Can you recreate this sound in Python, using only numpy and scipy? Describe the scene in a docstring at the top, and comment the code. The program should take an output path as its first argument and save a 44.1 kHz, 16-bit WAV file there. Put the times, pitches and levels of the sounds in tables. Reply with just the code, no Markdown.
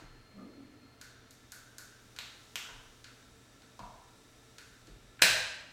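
"""A hand-held caulking gun is squeezed in a bare, tiled room under construction, a couple of metres away.
A trigger tick is dying away over air hiss, mains hum and a thin whistle; a soft knock, a floor thump and a low
dragging rub follow. Ticks go on, faint whine sets in, the rod snaps twice amid more knocks and thumps, then is
released with one loud clack. Blows are filtered pulses, knocks and thumps resonances struck once; rub, air and
whine are filtered noise, mains a sine, the whistle wavering sines. Blows and knocks ring in the room."""
import sys
import numpy as np
from scipy import signal
from scipy.fft import rfft, irfft, next_fast_len
from scipy.io import wavfile

SR = 44100
rng = np.random.default_rng(int(sys.argv[2]) if len(sys.argv) > 2 else 0)


def convert_level_to_amplitude(level_db):
    """Map a level in decibels to its linear amplitude factor."""
    exponent = np.asarray(level_db, float) / 20
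    return 10 ** exponent


def store_pcm(level_fs):
    """Save levels as 16-bit WAV."""
    pcm = np.round(np.clip(level_fs, -1, 1) * 32767).astype(np.int16)
    wavfile.write(sys.argv[1], SR, np.atleast_2d(pcm).T)


N = 252252
LEAD = SR // 2  # samples of room history before time zero
M = next_fast_len(N + 3 * LEAD)
T_S = (np.arange(M) - LEAD) / SR
HZ = np.arange(M // 2 + 1) * SR / M + 0.0011  # offset avoids division by zero
BLOW_SIZE = SR // 2
BLOW_HZ = np.arange(BLOW_SIZE // 2 + 1) * SR / BLOW_SIZE + 0.001


def unit(x):
    """Scale to rms 1."""
    return x / np.sqrt(np.mean(x ** 2))


def along(table, hz):
    """Read a (frequency [Hz], value) table on a log-frequency axis."""
    table_hz, values = np.transpose(table)
    return np.interp(np.log(hz), np.log(table_hz), values)


def noise(gain):
    """Noise of rms 1 with the given spectral gain."""
    return unit(irfft(rfft(rng.standard_normal(M)) * gain, M))


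def peak(hz, width_hz, f=HZ):
    """Response of one resonance, gain 1 at its centre."""
    return 1 / (1 + 1j * (f / hz - hz / f) * hz / width_hz)


def add(out, start_s, x):
    """Mix x into out at start_s."""
    i = int(round(start_s * SR)) + LEAD
    out[i:i + len(x)] += x[:M - i]


def causal(db):
    """Minimum-phase response with the given dB gain, by folding the cepstrum."""
    cepstrum = irfft(db * np.log(10) / 20)
    cepstrum[1:len(db) - 1] *= 2
    cepstrum[len(db):] = 0
    return np.exp(rfft(cepstrum))


def rings(modes):
    """dB gain of resonances standing over a flat response."""
    power = sum(np.abs(convert_level_to_amplitude(db) * peak(hz, width_hz, BLOW_HZ)) ** 2 for hz, width_hz, db in modes)
    return 10 * np.log10(1 + power)


def rattle():
    """Loose joints: all-pass resonances delay each pitch by a chance amount without colouring it."""
    rattle_s = 0.0012
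    centres_hz = 1000 * 16 ** rng.random(16)
    return np.prod([2 * peak(hz, 1 / rattle_s, BLOW_HZ) - 1 for hz in centres_hz], axis=0)


# points of a tick's or snap's spectrum: frequency [Hz]
BAND_HZ = [1550, 2600, 4300, 7200, 12500]


def blow_colour(db, bass_db):
    """dB gain of a blow; an octave's peak level is spread over its width."""
    points = [(200, db[0] + bass_db - 26), (900, db[0] + bass_db)]
    points += list(zip(BAND_HZ, db))
    points += [(14000, db[-1]), (16000, db[-1] - 15)]
    return along(points, BLOW_HZ) + 20 * np.log10(SR / np.maximum(BLOW_HZ, 500))


# trigger ticks: (time [s], level at the brightest [dB], brightest frequency [Hz],
# loss away from it [dB/octave^2], level of the tube's ring [dB])
TICKS = [(-0.13, -38.5, 9100, 0.3, -50), (1.0128, -39.5, 9000, 3, -49), (1.3078, -43.5, 10500, 4.5, -65.5),
         (1.5199, -33.5, 14100, 3, -47.5), (1.7826, -34.5, 10000, 5, -47), (2.163, -44.5, 5600, 2.5, -52),
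         (2.648, -59, 2600, 9, -47.5), (3.0426, -42.5, 4400, 5, -53), (3.249, -62, 9000, 4, -69),
         (3.6194, -53, 4400, 5, -61), (3.792, -49, 4000, 1, -66), (4.5827, -42.5, 6000, 2, -51),
         (4.8706, -51, 5500, 5, -65), (5.192, -40.5, 2200, 14, -43)]
# resonances of tube and frame: (frequency [Hz], width [Hz], height [dB])
BODY = [(1540, 150, 15), (4400, 600, 3), (6700, 700, 3)]


def trigger_ticks():
    """Each tick is one pulse through the tube and frame, smeared to a short rattle."""
    out = np.zeros(M)
    for start_s, top_db, bright_hz, fall_db, tube_db in TICKS:
        octaves = np.log2(np.array(BAND_HZ[1:]) / bright_hz)
        db = [tube_db, *(top_db - fall_db * octaves ** 2)]
        response = causal(blow_colour(db, bass_db=-14.5) + rings(BODY))
        add(out, start_s, irfft(response * rattle(), BLOW_SIZE))
    return out


# still air and building noise: (frequency [Hz], relative density [dB per Hz])
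AIR = [(12, -51), (20, -0.5), (123, -1.5), (154, -13), (193, -4.5), (328, -6.5), (434, -8), (558, -12),
       (607, -8.5), (738, -12.5), (1190, -15), (1330, -17), (2080, -14.5), (5850, -23.5), (16000, -36.5)]
# treble hiss: (time [s], level [dB])
TREBLE = [(0, -89), (.9, -99), (1.5, -71.5), (2.5, -65.5), (3.5, -71), (4.7, -69), (5.72, -81)]


def air():
    """Steady shaped noise plus a treble hiss that swells and sinks."""
    out = convert_level_to_amplitude(-62.5) * noise(convert_level_to_amplitude(along(AIR, HZ)))
    treble_db = np.interp(T_S, *np.transpose(TREBLE))
    return out + convert_level_to_amplitude(treble_db) * noise(peak(5570, 5900) ** 2)


# hiss that differs between the channels: (frequency [Hz], relative density [dB])
SIDE_HISS = [(18, -11), (30, 0), (134, -10), (616, -10), (1220, -19), (2830, -18.5), (5310, -15.5),
             (6210, -15.5), (16000, -14.5)]


def side_hiss():
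    """Steady noise, opposite in the two channels."""
    return convert_level_to_amplitude(-82) * noise(convert_level_to_amplitude(along(SIDE_HISS, HZ)))


# wavering tones: (frequency [Hz], width [Hz], level [dB])
HUM = [(121, 29, -74), (262.7, 32, -72), (451.5, 6.6, -75), (1340, 44, -72), (1742, 20, -76.5)]


def hum():
    """A steady mains sine and tones of narrow-band noise."""
    mains_hz, mains_peak_db = 120, -66.5
    out = convert_level_to_amplitude(mains_peak_db) * np.sin(2 * np.pi * mains_hz * T_S)
    for hz, width_hz, db in HUM:
        out += convert_level_to_amplitude(db) * noise(peak(hz, width_hz))
    return out


# multiples of the buzz rate: (order)
WHISTLE_ORDERS = [24, 47, 48, 49, 52]
# steady part of each multiple: (level [dB])
WHISTLE_DB = [-81, -84, -75.5, -83.5, -89]


def whistle():
    """Multiples of one slowly rising rate, each wavering in level and phase, until they fade."""
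    rate_hz, rise_hz_per_s = 87.8, 0.3
    fade_middle_s, fade_s = 1.3, 0.36
    turn = 2 * np.pi * (rate_hz * T_S + rise_hz_per_s * T_S ** 2 / 2)

    def waver():
        """Slow noise of rms 0.54."""
        waver_hz = 9.5
        return 0.54 * noise(1 / (1 + 1j * HZ / waver_hz) ** 2)

    lines = np.zeros(M)
    for order, db in zip(WHISTLE_ORDERS, WHISTLE_DB):
        in_phase = (1 + waver()) * np.sin(order * turn)
        lines += convert_level_to_amplitude(db) * (in_phase + waver() * np.cos(order * turn))
    return np.sqrt(2) * lines * np.clip((fade_middle_s - T_S) / fade_s + 0.5, 0, 1)


def thud(hz, width_hz):
    """One ring of peak 1, the resonance passed twice for steep skirts."""
    ring = irfft(peak(hz, width_hz, BLOW_HZ) ** 2, BLOW_SIZE)
    return ring / np.abs(ring).max()


# dull knocks: (time [s], level [dB], damping [factor on the widths])
KNOCKS = [(.0, -47.5, 5), (2.69, -48, 1.5), (3.793, -39, 1.5), (3.832, -47, 0.5)]
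# what they ring with: (frequency [Hz], width before damping [Hz], relative level [dB])
HOLLOW = [(724, 330, -0.24), (954, 224, .1)]


def knocks():
    """Soft contacts: one push through the resonances of something hollow."""
    out = np.zeros(M)
    for start_s, db, damping in KNOCKS:
        ring = sum(convert_level_to_amplitude(mode_db) * thud(hz, width_hz * damping) for hz, width_hz, mode_db in HOLLOW)
        add(out, start_s, convert_level_to_amplitude(db) * ring)
    return out


# weight shifts: (time [s], board level [dB], deep thud [Hz], top ring [Hz], top ring re boards [dB])
THUMPS = [(.019, -51, 27, 269, 2.5), (2.698, -54, 27, 250, -2.5), (3.8, -52.5, 33, 202, 6.5),
          (4.879, -53, 39.7, 328, 5.5), (5.259, -55, 48.3, 250, -5)]
# ring of the boards: (frequency [Hz], width per pass [Hz])
FLOOR = (124, 57)


def floor_thumps():
    """Weight shifts ring the boards and a higher mode, then a deep thud."""
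    top_q, deep_q = 1.8, 2.4
    deep_late_s, deep_db = 0.012, -4
    out = np.zeros(M)
    for start_s, db, deep_hz, top_hz, top_db in THUMPS:
        boards = thud(*FLOOR) + convert_level_to_amplitude(top_db) * thud(top_hz, top_hz / top_q)
        add(out, start_s, convert_level_to_amplitude(db) * boards)
        add(out, start_s + deep_late_s, convert_level_to_amplitude(db + deep_db) * thud(deep_hz, deep_hz / deep_q))
    return out


# low drag: (frequency [Hz], width per pass [Hz], start [s], let go [s], level [dB], t60 [s])
RUB = [(193, 27, .33, .455, -53.5, .15), (273, 67, 0.37, 0.51, -53.5, 3.2),
       (500, 310, 0.35, 0.43, -60, 1.5), (1230, 120, 0.362, 0.45, -60.5, .15)]


def rub():
    """Noise in low resonances; each swells, holds and dies in its own time, until the drag stops."""
    attack_s, stop_s, stop_fade_s = 0.046, 0.915, 0.073
    out = np.zeros(M)
    for hz, width_hz, start_s, let_go_s, db, t60_s in RUB:
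        swell = np.clip((T_S - start_s) / attack_s, 0, 1)
        swell = swell * 1000.0 ** (-np.maximum(T_S - let_go_s, 0) / t60_s)
        out += convert_level_to_amplitude(db) * swell * noise(peak(hz, width_hz) ** 2)
    return out * np.clip((stop_s - T_S) / stop_fade_s, 0, 1)


# machine whine: (middle of fade-in [s], frequency [Hz], width [Hz], level [dB])
WHINE = [(1, 3700, 220, -73), (1, 5780, 260, -77.5), (3, 7730, 610, -78)]


def whine():
    """Faint bands of noise: two set in together, a higher one later, and all stay."""
    fade_s = 0.089
    out = np.zeros(M)
    for start_s, hz, width_hz, db in WHINE:
        out += convert_level_to_amplitude(db) * np.clip((T_S - start_s) / fade_s + 0.5, 0, 1) * noise(peak(hz, width_hz))
    return out


# rod snaps: (time [s], level [dB], ring [Hz], extra above the ring [dB/octave])
SNAPS = [(2.1882, -34.5, 4050, -1), (2.5572, -31.5, 3250, 2)]
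# colour of a snap at BAND_HZ: (gain [dB])
SNAP_DB = [-4.5, .2, 1.4, 1.5, -18]


def rod_snaps():
    """A single sharp slip each: one unsmeared pulse with a ring, a hollow above it and a top resonance."""
    dip_db, dip_above_oct, dip_width_oct = -5, 0.36, 0.3
    out = np.zeros(M)
    for start_s, snap_db, ring_hz, bright_db in SNAPS:
        octaves_above = np.maximum(np.log2(np.array(BAND_HZ) / ring_hz), 0)
        db = snap_db + np.array(SNAP_DB) + bright_db * octaves_above
        dip_place = (np.log2(BLOW_HZ / ring_hz) - dip_above_oct) / dip_width_oct
        dip = dip_db * np.exp(-dip_place ** 2)
        modes = [(ring_hz, 900, 8), (13600, 1500, 20)]  # (frequency [Hz], width [Hz], height [dB])
        gain_db = blow_colour(db, bass_db=-10.5) + dip + rings(modes)
        add(out, start_s, irfft(causal(gain_db), BLOW_SIZE))
    return out


# first touch, main blow, rebound: (time [s], level [dB])
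RELEASE = [(5.2172, -5), (5.2205, 13), (5.232, 0.5)]
# spectrum under the rings: (frequency [Hz], relative density [dB per Hz])
RELEASE_COLOUR = [(60, -21), (110, -4), (250, -8), (420, -10), (800, -7), (1320, -6.5), (1480, -1.5),
                  (3000, -0.5), (4500, -3), (6500, -5.5), (9000, -8.5), (11000, -14), (15200, -22),
                  (16000, -61)]
# steel rod and plates: (frequency [Hz], width [Hz], height [dB])
STEEL = [(520, 86, 6.5), (624.5, 17, 12), (1540, 4.3, 16.5), (1615, 120, 9.5), (1610, 8.8, 13),
         (1845, 110, 7), (2470, 220, 6.5), (2690, 160, 1.5), (4050, 280, 7), (5100, 120, 4), (6200, 100, 1),
         (7690, 60, 9.5), (9380, 64, 12.5), (12540, 250, 10), (14290, 120, 8), (14940, 150, 13.5)]


def rod_release():
    """Three blows in quick succession ring the steel and rattle the joints."""
    out = np.zeros(M)
    for start_s, db in RELEASE:
        response = causal(along(RELEASE_COLOUR, BLOW_HZ) + rings(STEEL))
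        add(out, start_s, convert_level_to_amplitude(db) * irfft(response * rattle(), BLOW_SIZE))
    return out


# first wall echoes: (delay [s], level re direct [dB])
ECHOES = [(.0028, -9), (.0037, -11), (.0072, -14)]


def early():
    """Response of the direct sound and the first wall echoes."""
    return 1 + sum(convert_level_to_amplitude(db) * np.exp(-2j * np.pi * HZ * delay_s) for delay_s, db in ECHOES)


# decay of the room: (frequency [Hz], t60 [s])
ROOM_T60 = [(60, 1.1), (250, 0.3), (700, 1.03), (1500, 0.82), (3000, 0.8), (5500, 0.75), (8000, 0.62),
            (12000, 0.39), (16000, 0.5)]


def tail():
    """Response of dense reverberation: noise in which each band dies at its own rate."""
    tail_db, rise_s = -29.5, 0.0017
    size = 2 * LEAD
    t = np.arange(size) / SR
    f = np.arange(LEAD + 1) * SR / size + 1e-3
    response = np.zeros(size)
    grain = rfft(rng.standard_normal(size))
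    for octave in np.arange(4, 14.5, 0.5):
        band = np.clip(1 - 2 * np.abs(np.log2(f) - octave), 0, 1)
        response += irfft(grain * band) * 1000 ** (-t / along(ROOM_T60, 2 ** octave))
    return rfft(response * convert_level_to_amplitude(tail_db) * (1 - np.exp(-t / rise_s)), M)


# hands and back screen the direct path: (frequency [Hz], gain [dB])
SHADOW = [(1100, -3), (1500, -6), (4000, 1), (8000, 0.5), (12000, -2.5)]
# room tail that differs between the channels: (frequency [Hz], gain [dB])
SIDE_ROOM = [(150, -26), (1000, -32.5), (2500, -43), (5000, -26.5), (12000, -21)]


def scene():
    """Nearly mono: the two channels differ by a faint hiss and a part of the room tail."""
    screened = rfft(trigger_ticks() + knocks() + floor_thumps())
    unscreened = rfft(rod_snaps() + rod_release())
    blows = unscreened + screened
    direct = unscreened + convert_level_to_amplitude(along(SHADOW, HZ)) * screened
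    mid = irfft(direct * early() + blows * tail(), M)
    mid += air() + hum() + whistle() + rub() + whine()
    side = side_hiss() + irfft(blows * tail() * convert_level_to_amplitude(along(SIDE_ROOM, HZ)), M)
    return np.array([mid + side, mid - side])[:, LEAD:LEAD + N]


def roll_off(x):
    """The treble ends steeply here."""
    return signal.sosfilt(signal.butter(12, 16680, fs=SR, output="sos"), x)


def record(dry):
    """The scene is the finished mix: only the treble is cut off steeply, with no gain added."""
    return roll_off(dry)


dry = scene()
out = record(dry)
store_pcm(out)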